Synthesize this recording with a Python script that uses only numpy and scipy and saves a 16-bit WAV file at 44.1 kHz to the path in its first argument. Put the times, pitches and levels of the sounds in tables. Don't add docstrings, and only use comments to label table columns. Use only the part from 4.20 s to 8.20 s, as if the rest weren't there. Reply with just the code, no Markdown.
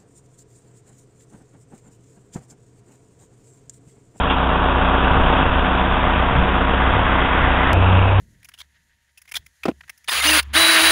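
import sys
import numpy as np
from scipy import signal
from scipy.fft import rfft, irfft, next_fast_len
from scipy.io import wavfile
from scipy.ndimage import uniform_filter1d, map_coordinates

SR = 44100
rng = np.random.default_rng(int(sys.argv[2]) if len(sys.argv) > 2 else 0)


def output_pcm(signal):
    pcm = np.clip(np.atleast_2d(signal).T, -1, 1) * 32767
    wavfile.write(sys.argv[1], SR, np.round(pcm).astype(np.int16))


N = 176400
TIME_S = np.arange(N) / SR
JUMP_S = 3.532


def amp(db):
    return 10 ** (np.asarray(db) / 20)


def unit(x):
    return x / np.sqrt(np.mean(x ** 2) + 1e-20)


def along(spectrum, hz):
    freq_hz, level_db = np.transpose(spectrum)
    return np.interp(np.log(hz + 1), np.log(freq_hz + 1), level_db)


def curves(rows):
    time_s, *columns = np.transpose(rows)
    return [np.interp(TIME_S, time_s, column) for column in columns]


def wobble(knots_per_s):
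    return map_coordinates(rng.standard_normal(256), [TIME_S * knots_per_s], mode="wrap")


def filtered(x, response):
    size = next_fast_len(N + SR // 2)
    return irfft(rfft(x, size) * response(np.fft.rfftfreq(size, 1 / SR)), size)[:N]


def noise(spectrum, patchy_db=0):
    bins = signal.stft(rng.standard_normal(N), nperseg=512)[2]
    patches = uniform_filter1d(rng.standard_normal(bins.shape), size=5, axis=0)
    patches = uniform_filter1d(patches, size=12, axis=1)
    mottled = signal.istft(bins * amp(patchy_db * unit(patches)), nperseg=512)[1][:N]
    return unit(filtered(mottled, lambda hz: amp(along(spectrum, hz))))


def lowpass(x, edge_hz, order=160):
    return filtered(x, lambda hz: 1 / np.sqrt(1 + (hz / edge_hz) ** order))


# firing_multiple, level_db
THROB_PARTIALS = [(1, -27), (2, -22.5), (3, -41)]
# time_s, gain_db
THROB_SWELL = [(0, -2.5), (.8, 2), (1.25, 1.5), (1.6, -1), (2.4, 1), (3.1, -0.2), (3.5, 0), (4, -2)]


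def exhaust_throb(cycles, lag_cycles=.115):
    phase = 2 * np.pi * 4 * (cycles - lag_cycles)
    throb = sum(amp(db) * np.cos(multiple * phase) for multiple, db in THROB_PARTIALS)
    return np.sqrt(2) * throb * amp(curves(THROB_SWELL)[0])


# position_cycles, accent_db
KNOCK_PATTERN = [(0.039, -6), (.09, -0.5), (0.273, 0), (.35, -1), (.43, 0), (0.521, -1.5), (0.576, -1),
                 (.67, -6), (.78, 0), (.85, 0.5), (0.942, -6.5)]


def knock_envelope(cycles, cycle_hz, rise_s=.0012, decay_s=.0045):
    power = amp(-1.5) ** 2
    for position, accent_db in KNOCK_PATTERN:
        age_s = (cycles - position) % 1 / cycle_hz
        hit = 2 * amp(accent_db) * (1 - np.exp(-age_s / rise_s)) * np.exp(-age_s / decay_s)
        power = power + hit ** 2
    return unit(np.sqrt(power))


# pitch_hz, level_per_tone_db
CLATTER_BED = [(20, -78), (90, -53.5), (150, -47), (400, -51), (600, -49.5), (900, -50), (1200, -51),
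               (1600, -48.5), (2100, -62), (3300, -64), (4000, -85)]
# cycle_multiple, before_jump_db, after_jump_db
BODY_TONES = [(20, -38, -39), (26, -39, -47), (32, -38, -45), (34, -31, -38), (44, -39, -47),
              (60, -36, -47), (72, -39, -47), (78, -41, -45), (79, -39, -47), (81, -41, -47),
              (84, -41, -47), (92, -39, -47), (95, -39, -47), (96, -35, -47), (98, -39, -47),
              (108, -41, -47), (110, -41, -47), (113, -42, -47), (114, -41, -47), (115, -40, -47),
              (118, -42, -47), (123, -40, -47), (124, -35, -47), (126, -38, -47), (128, -43, -47),
              (131, -43, -47), (138, -43, -47), (140, -35, -47), (147, -41, -47), (150, -41, -47),
              (152, -38, -47), (156, -43, -47), (159, -42, -47), (170, -43, -47), (179, -42, -47),
              (183, -43, -47)]


def clatter(cycles, cycle_hz, after_jump, lift_db=.72, size=8192):
    position = np.arange(size) / size
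    comb = rfft(knock_envelope(position, cycle_hz) ** 2 * rng.standard_normal(size))
    level_db = along(CLATTER_BED, np.arange(len(comb)) * cycle_hz)
    multiples, before_db, after_db = np.transpose(BODY_TONES)
    level_db[np.round(multiples).astype(int)] = (after_db if after_jump else before_db) + lift_db
    loop = irfft(comb / np.abs(comb) * amp(level_db)) * size / np.sqrt(2)
    return np.interp(cycles, position, loop, period=1)


# freq_hz, relative_db
RATTLE_EQ_BEFORE = [(30, -6), (150, -5.5), (230, -6.5), (300, -3), (450, -5), (700, -2.5), (1000, -1),
                    (1500, -4), (2050, -18), (2600, -9), (3050, -13), (3350, -10), (3750, -19.5),
                    (4000, -45.5)]
RATTLE_EQ_AFTER = [(30, -17), (300, -5), (600, -0.5), (1000, -0.5), (1500, -9.5), (2000, -18), (2600, -5.5),
                   (3050, -14), (3350, -15), (3750, -20), (4000, -43)]


def rattle(cycles, cycle_hz, after_jump):
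    texture = noise(RATTLE_EQ_AFTER if after_jump else RATTLE_EQ_BEFORE, patchy_db=1.18)
    return amp(-21) * knock_envelope(cycles, cycle_hz) * texture


# time_s, cycle_hz
ENGINE_SPEED = [(0, 7.8), (1.8, 7.796), (2.6, 7.813), (4, 7.815)]
# time_s, relative_db
CLATTER_RIDE = [(0, -22), (.5, -21.5), (.8, -20.5), (1.2, -19.5), (1.3, -21.5), (2.3, -22), (3.45, -21.5),
                (3.72, -20), (4, -23)]


def diesel():
    cycles = np.cumsum(curves(ENGINE_SPEED)[0]) / SR
    cycle_hz = ENGINE_SPEED[0][1]
    knocks = np.zeros(N)
    for layer in (clatter, rattle):
        before = layer(cycles, cycle_hz, after_jump=False)
        after = layer(cycles, cycle_hz, after_jump=True)
        knocks += np.where(TIME_S < JUMP_S, before, after)
    ride_db, = curves(CLATTER_RIDE)
    return exhaust_throb(cycles) + amp(ride_db - ride_db.mean()) * knocks


# time_s, level_db
HISS_RIDE = [(0, -46.5), (.7, -33.5), (1.5, -34), (1.9, -29), (2.4, -30.5), (2.85, -25.5), (3.51, -23.5),
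             (3.54, -41), (4, -36.5)]
# freq_hz, relative_db
HISS_EQ = [(300, -28), (1100, -9.5), (1600, -2), (2000, -2), (2500, -9.5), (3200, -15), (3750, -23),
           (4000, -42.5)]


def hiss():
    return amp(curves(HISS_RIDE)[0]) * noise(HISS_EQ, patchy_db=-1.14)


# time_s, pitch_hz, fundamental_db, octave_db
HUM_RIDE = [(0, 94.6, -34, -36), (1.2, 93.53, -40.5, -32.5), (2.1, 93.2, -31.5, -33.5),
            (2.55, 94.5, -46.5, -28), (2.75, 95.7, -20.5, -33.5), (3.05, 93.4, -34.5, -33),
            (3.5, 92.1, -32.5, -36), (3.56, 90.9, -15, -30.5), (3.76, 93.14, -12, -25.5),
            (3.9, 96.36, -16, -37), (4, 96.4, -12, -53)]


def second_engine(waver_hz=1.3, waver_db=2.5):
    pitch_hz, fundamental_db, octave_db = curves(HUM_RIDE)
    phase = 2 * np.pi * np.cumsum(pitch_hz + waver_hz * wobble(5.5)) / SR
    fundamental = amp(fundamental_db) * np.sin(phase)
    octave = amp(octave_db + waver_db * wobble(9)) * np.sin(2 * phase)
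    return np.sqrt(2) * (fundamental + octave)


# time_s, level_db
WIND_RIDE = [(0, -25), (.2, -31), (.7, -34.5), (.9, -18), (1.25, -25.5), (1.42, -25.5), (2.03, -27.5),
             (2.16, -20), (2.3, -26), (2.42, -28), (2.75, -23.5), (3, -30.5), (3.35, -23.5), (3.65, -24),
             (4, -41.5)]
# freq_hz, relative_db
WIND_EQ = [(5, 0), (25, -2), (45, 0), (80, -2.5), (130, -6.5), (220, -15), (600, -47)]


def wind_rumble():
    return amp(curves(WIND_RIDE)[0]) * noise(WIND_EQ, patchy_db=2.5)


# start_s, strength_db
CLANK_HITS = [(.097, -16.5), (.355, -29)]
# freq_hz, relative_db
CLANK_EQ = [(200, -27.5), (700, -2), (1100, 0.5), (2000, -12.5), (2800, -3.5), (3400, -1.5), (4000, -29.5)]


def steel_clanks(rise_s=.012, decay_s=.019):
    envelope = np.zeros(N)
    for start_s, strength_db in CLANK_HITS:
        age_s = np.maximum(TIME_S - start_s, 0)
        envelope += 2 * amp(strength_db) * (1 - np.exp(-age_s / rise_s)) * np.exp(-age_s / decay_s)
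    return envelope * noise(CLANK_EQ)


# centre_s, level_db
THUMP_HITS = [(1.07, -26), (2.15, -17.5), (2.2, -19.5)]
# freq_hz, relative_db
THUMP_EQ = [(20, -6), (70, 0), (125, -0.5), (200, -6.5), (300, -21.5), (600, -51)]


def wind_thumps(half_width_s=.03):
    envelope = sum(amp(level_db) * np.exp(-((TIME_S - centre_s) / half_width_s) ** 2)
                   for centre_s, level_db in THUMP_HITS)
    return envelope * noise(THUMP_EQ)


def jump_tick(corner_hz=4000):
    impulse = amp(-6) * (np.arange(N) == round(JUMP_S * SR))
    return filtered(impulse, lambda hz: 2 / (1 + 1j * hz / corner_hz))


def scene():
    return (diesel() + hiss() + second_engine() + wind_rumble() + steel_clanks() + wind_thumps())[None]


def record(dry):
    narrow = lowpass(dry[0], edge_hz=4000)
    return lowpass(narrow + jump_tick(), edge_hz=13500)[None]


dry = scene()
out = record(dry)
output_pcm(out)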